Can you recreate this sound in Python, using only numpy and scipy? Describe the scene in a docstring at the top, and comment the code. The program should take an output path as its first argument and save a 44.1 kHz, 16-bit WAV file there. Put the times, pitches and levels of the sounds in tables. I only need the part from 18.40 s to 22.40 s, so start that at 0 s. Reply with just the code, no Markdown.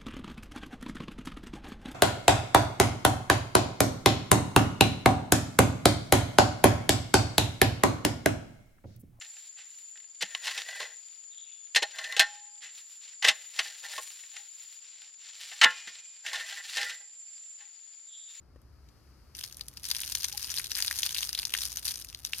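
"""Water is drained from a bowl of wet beans, past a hand, onto the concrete step of a yard.
First the bowl ticks faintly as it is picked up, over outdoor air and a low hum that last throughout.
Near 1 s the first drips land, each impact a wet slap with a short ring and a spray of droplets.
From 1.5 s a broken stream spatters in clumps and plops into the puddle, where bubbles resonate.
After 3.5 s the stream thins to drips again."""
import sys
import numpy as np
from scipy import signal
from scipy.fft import rfft, irfft
from scipy.io import wavfile
from scipy.ndimage import uniform_filter1d

SR = 44100
rng = np.random.default_rng(int(sys.argv[2]) if len(sys.argv) > 2 else 0)


def unload_audio(sound):
    """Save the sound as a 16-bit wav file, at the path given as the first command line argument."""
    columns = np.transpose(np.atleast_2d(sound))
    # keep every value between -1 and 1, then stretch to whole-number steps
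    steps = np.round(np.clip(columns, -1, 1) * 32767)
    wavfile.write(sys.argv[1], SR, steps.astype(np.int16))


N = 176400
TIME, FREQ = np.arange(N) / SR, np.fft.rfftfreq(N, 1 / SR)
LEAD_S, TREBLE_EDGE_HZ = 0.006, 5500


def amp(db):
    """Amplitude ratio of a level in decibels."""
    return 10 ** (np.asarray(db) / 20)


def unit(x):
    """Normalisation of each channel to unit energy."""
    return x / np.sqrt(np.sum(x ** 2, -1, keepdims=True) + 1e-20)


def spectrum(points):
    """Interpolation of a table over logarithmic frequency."""
    f, value = np.transpose(points)
    return np.interp(np.log(FREQ + 1), np.log(f + 1), value)


def add(mix, start_s, sound):
    """Superposition of a sound on the mix."""
    part = mix[:, max(round(start_s * SR), 0):][:, :sound.shape[1]]
    part += sound[:, :part.shape[1]]


def splat(ring_hz, ring_db, treble_db, rise_oct, size=2048):
    """A drop's impact, LEAD_S in, radiates a broadband slap, spray and a damped ring of rising pitch."""
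    slap_rise_s, slap_decay_s, slap_hz, width_oct = 0.0003, 0.0011, 4200, 1.71
    spray_rise_s, spray_decay_s, spray_per_s, spray_db = 0.0016, 0.004, 2700, -3
    clock, f = np.arange(size) / SR - LEAD_S, np.fft.rfftfreq(size, 1 / SR) + 1
    t = np.maximum(clock, 0)
    pulse = (1 - np.exp(-t / slap_rise_s)) * np.exp(-t / slap_decay_s)
    slap = unit(rng.choice([-1., 1.], (2, size)) * pulse)
    cloud = np.exp(np.minimum(clock, 0) / spray_rise_s - t / spray_decay_s)
    spray = unit(rng.standard_normal((2, size)) * (rng.random(size) < spray_per_s / SR) * cloud)
    treble = amp(treble_db) / (1 + (TREBLE_EDGE_HZ / f) ** 8)
    centre_hz = np.sqrt(ring_hz * slap_hz)
    body = 1 / (1 + (np.log2(f / centre_hz) / width_oct) ** 2)
    wet = unit(irfft(rfft(slap + amp(spray_db) * spray) * (body + treble)))
    age = t * ring_hz / 1.72  # the ring peaks after 1.72 periods of ring_hz
    cycles = np.cumsum(ring_hz * np.exp2(rise_oct * np.tanh(age / 2 - .7))) / SR
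    ring = unit(age * np.exp(-age) * np.sin(2 * np.pi * (cycles + rng.random((2, 1)))))
    return unit(wet + amp(ring_db) * ring)


def big_splats():
    """Impact noise dominates on the hard step, bubble resonance in the puddle."""
    # gouts slapping the concrete (time [s], level [dB])
    gouts = [(0.9507,-17.5),(1.039,-9),(1.126,-18.5),(1.2107,-10.5),(1.3722,-15.5),(1.453,-10),(1.5011,-12.5),(1.5136,0.5),(1.5658,-7),(1.7508,-1.5),(1.8309,-15),(1.8448,0.5),(1.8847,-10.5),(2.0448,-8.5),(2.1171,-9),(2.1025,-8),(2.1838,-4),(2.243,-10),(2.317,-4),(2.3522,-5.5),(2.424,-1),(2.651,-12),(2.6636,-3),(2.7466,-5.5),(2.8916,-6.5),(2.9301,-7),(2.9895,-3.5),(3.218,-8),(3.3713,-5),(3.4802,-6),(3.5572,-11.5),(3.6998,-20),(3.8498,-5)]
    # fast droplets bursting with a bright tick (time [s], level [dB])
    specks = [(0.968,-19),(1.17,-16.5),(1.2835,-11.5),(1.6036,-5),(1.9748,-4.5),(2.148,-15),(2.1959,-5),(2.5914,-8),(3.3595,-8.5),(3.4556,-4),(3.5996,-12.5),(3.6467,-11),(3.8638,-12.5),(3.9835,-8.5)]
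    # drops entering the puddle (time [s], level [dB], bubble frequency [Hz])
    plops = [(1.6342,-11.5,2866),(2.1751,-8,3830),(2.198,-9,2140),(2.3889,-6.5,2010),(2.48,-3.5,4010),(2.5107,-3,1804),(2.632,-1.5,3360),(2.7643,-9,2816),(2.7836,-6,3920),(2.8298,-3.5,2953),(2.9501,-5,3482),(3.0527,-3,4977),(3.1384,3.5,2712),(3.1498,-3,1900),(3.7473,-12.5,3855),(3.9334,-2.5,2666)]
    out = np.zeros((2, N))
    for s, db in gouts:
        ring_hz = rng.uniform(4369, 6276)
        add(out, s - LEAD_S, amp(db) * splat(ring_hz, ring_db=-2.5, treble_db=-22, rise_oct=0.1918))
    for s, db in specks:
        add(out, s - LEAD_S, amp(db) * splat(ring_hz=10500, ring_db=-2.5, treble_db=0.5, rise_oct=0.194))
    for s, db, hz in plops:
        add(out, s - LEAD_S, amp(db) * splat(hz, ring_db=3.5, treble_db=-18, rise_oct=0.589))
    return out


def flow_db():
    """The stream's envelope in decibels, which modulates the drops and the mist."""
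    # water reaching the ground (time [s], level [dB])
    flow = [(.93, -66), (.96, -11), (1.02, -8), (1.26, -22), (1.41, -14), (1.46, -.5), (1.78, 0),
            (1.92, -2), (2.02, 0), (2.2, -1.5), (2.28, -8), (2.41, 4.5), (2.5, 0), (2.65, 7), (2.72, -4),
            (2.85, 5), (2.92, -8), (3.04, -2.5), (3.11, -10), (3.15, -2.5), (3.23, 3.5), (3.37, -7.5),
            (3.43, -7), (3.46, 5.5), (3.57, -9), (3.74, -16), (4, -4)]
    return np.interp(TIME, *np.transpose(flow))


def drops(candidates=1200):
    """Breakup of the stream gives random small impacts, denser and louder as the flow grows."""
    centre_hz, spread_oct, spread_db = 5212, 1.5, 24
    base_per_s, base_db = 200, -6.5  # at a flow level of 0 dB
    out, flow = np.zeros((2, N)), flow_db()
    for k, (jitter, chance, smallness, up, down, bright) in enumerate(rng.random((candidates, 6))):
        at = int((k + jitter) / candidates * (N - 1))
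        hz = centre_hz * 2 ** (spread_oct * (up - down))
        sound = splat(hz, ring_db=-5, treble_db=10 * (bright - 1), rise_oct=0.3976)
        if chance < base_per_s * N / SR / candidates * amp(.45 * flow[at]):
            level_db = base_db + 0.73 * flow[at] - spread_db * smallness
            add(out, at / SR - LEAD_S, amp(level_db) * sound)
    return out


def mist():
    """Shot noise: countless tiny droplets merge into a fizz that follows the flow."""
    droplets_per_s, base_db, spread_db, tilt_db_per_oct = 3300, -47, 7.5, 2.5
    strength = amp(spread_db * np.minimum(rng.exponential(1, N), 4))
    hits = rng.random(N) < droplets_per_s / SR
    clicks = rng.standard_normal((2, N)) * strength * hits * amp(base_db + flow_db())
    return irfft(rfft(clicks) * amp(tilt_db_per_oct * np.log2((FREQ + 1) / TREBLE_EDGE_HZ)), N)


def wall_echo(x, level_db=-13.5, t60_s=0.069, delay_s=0.0022, size=16384):
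    """Scattering from the block wall and the ground returns exponentially decaying reflections."""
    t = TIME[:size]
    taps = rng.standard_normal((2, size)) * (rng.random((2, size)) < .08) * (t > delay_s)
    response = unit(taps * amp(-60 * t / t60_s))
    return amp(level_db) * signal.fftconvolve(x, response, axes=1)[:, :N]


def bowl_ticks(decay_s=0.0054):
    """Light contacts excite noisy, heavily damped vibrations of the bowl."""
    # contacts as the bowl is picked up (time [s], level [dB], ring frequency [Hz])
    ticks = [(0.16, -49, 423), (0.217, -61, 12000), (0.487, -54.5, 4860)]
    out, t = np.zeros((2, N)), TIME[:2048]
    for s, db, hz in ticks:
        grain = unit(uniform_filter1d(rng.standard_normal((2, len(t))), int(SR / hz))) * np.sqrt(len(t))
        add(out, s, amp(db) * grain * np.exp(-t / decay_s) * np.sin(2 * np.pi * hz * t))
    return out


def blip(at_s=1.949, hz=826, half_width_s=0.011, level_db=-47.5):
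    """A sinusoid under a Gaussian envelope is heard as one faint, round tone."""
    envelope = np.exp(-((TIME - at_s) / half_width_s) ** 2)
    return amp(level_db) * envelope * np.sin(2 * np.pi * hz * TIME)


def yard(air_db=-58, hum_db=-58.5, hum_hz=63.6, hum_width_hz=18.2):
    """Broadband noise is heard as outdoor air, narrowband noise as a low, wavering hum."""
    # spectrum of the air (frequency [Hz], relative level [dB])
    air_colour = [(25, -27), (60, -13), (115, -11), (190, -22), (280, -21), (600, -29), (1050, -29),
                  (1270, -25), (1500, -29.5), (3600, -36.5), (4750, -25.5), (7800, -40.5), (11000, -37.5),
                  (15000, -41)]
    # swell of the hiss above about 900 Hz (time [s], gain [dB])
    swell = [(0, -16.5), (.25, -12.5), (.55, -7.5), (1.5, -5)]
    air = unit(irfft(rfft(rng.standard_normal((2, N))) * amp(spectrum(air_colour)), N))
    hiss = irfft(rfft(air) / (1 + (900 / (FREQ + 1)) ** 2), N)
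    air += hiss * (amp(np.interp(TIME, *np.transpose(swell))) - 1)
    hum_band = np.exp(-((FREQ - hum_hz) / hum_width_hz) ** 2)
    hum = unit(irfft(rfft(rng.standard_normal((2, N))) * hum_band, N))
    return np.sqrt(N) * (amp(air_db) * air + amp(hum_db) * hum)


def microphone_ports(x):
    """Partial coherence: two ports share part of the sound, each with its own colour and phase."""
    # left port relative to right (frequency [Hz], level [dB])
    balance = [(100, 1.5), (1600, 7), (2700, -0.5), (3700, 2), (5300, 12), (6500, 7), (8000, 4.5),
               (9400, -8), (11000, 0)]
    # likeness of the ports (frequency [Hz], shared amplitude [ratio])
    likeness = [(60, .96), (400, .5), (1500, .83), (2800, .76), (7800, .3), (11500, .87)]
    # delay of the right port (frequency [Hz], phase lag [rad])
    lag = [(2200, 0), (4400, 2.1), (6700, 6), (8900, 6.1), (9800, 8), (10900, 6.4), (12500, 6),
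           (15500, 3.1)]
    left, other = rfft(x)
    shared, side = np.clip(spectrum(likeness), 0, 1), amp(spectrum(balance) / 2)
    right = (shared * left + np.sqrt(1 - shared ** 2) * other) * np.exp(-1j * spectrum(lag))
    rms_gain = np.sqrt((side ** 2 + side ** -2) / 2)
    return irfft(np.array([left * side, right / side]) / rms_gain, N)


def scene():
    """The water, its reflections and the background superpose at the microphone."""
    # colour of water hitting concrete (frequency [Hz], gain [dB])
    splash_colour = [(150, 1), (500, -17.5), (900, -2.5), (1250, -5), (1600, -0.5), (2150, -4), (2700, -1),
                     (4700, 3.5), (6300, 2), (7800, -9), (9000, 1.5), (10300, -2), (13500, -3), (15700, -7)]
    water = irfft(rfft(big_splats() + drops() + mist()) * amp(spectrum(splash_colour)), N)
    return microphone_ports(water + wall_echo(water) + bowl_ticks() + blip() + yard())


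def record(dry):
    """A linear-phase low-pass filter limits the bandwidth."""
    cutoff_hz = 15950
    lowpass = signal.firwin(511, cutoff_hz, window=("kaiser", 9), fs=SR)
    return signal.oaconvolve(dry, lowpass[None], "same")


dry = scene()
out = record(dry)
unload_audio(out)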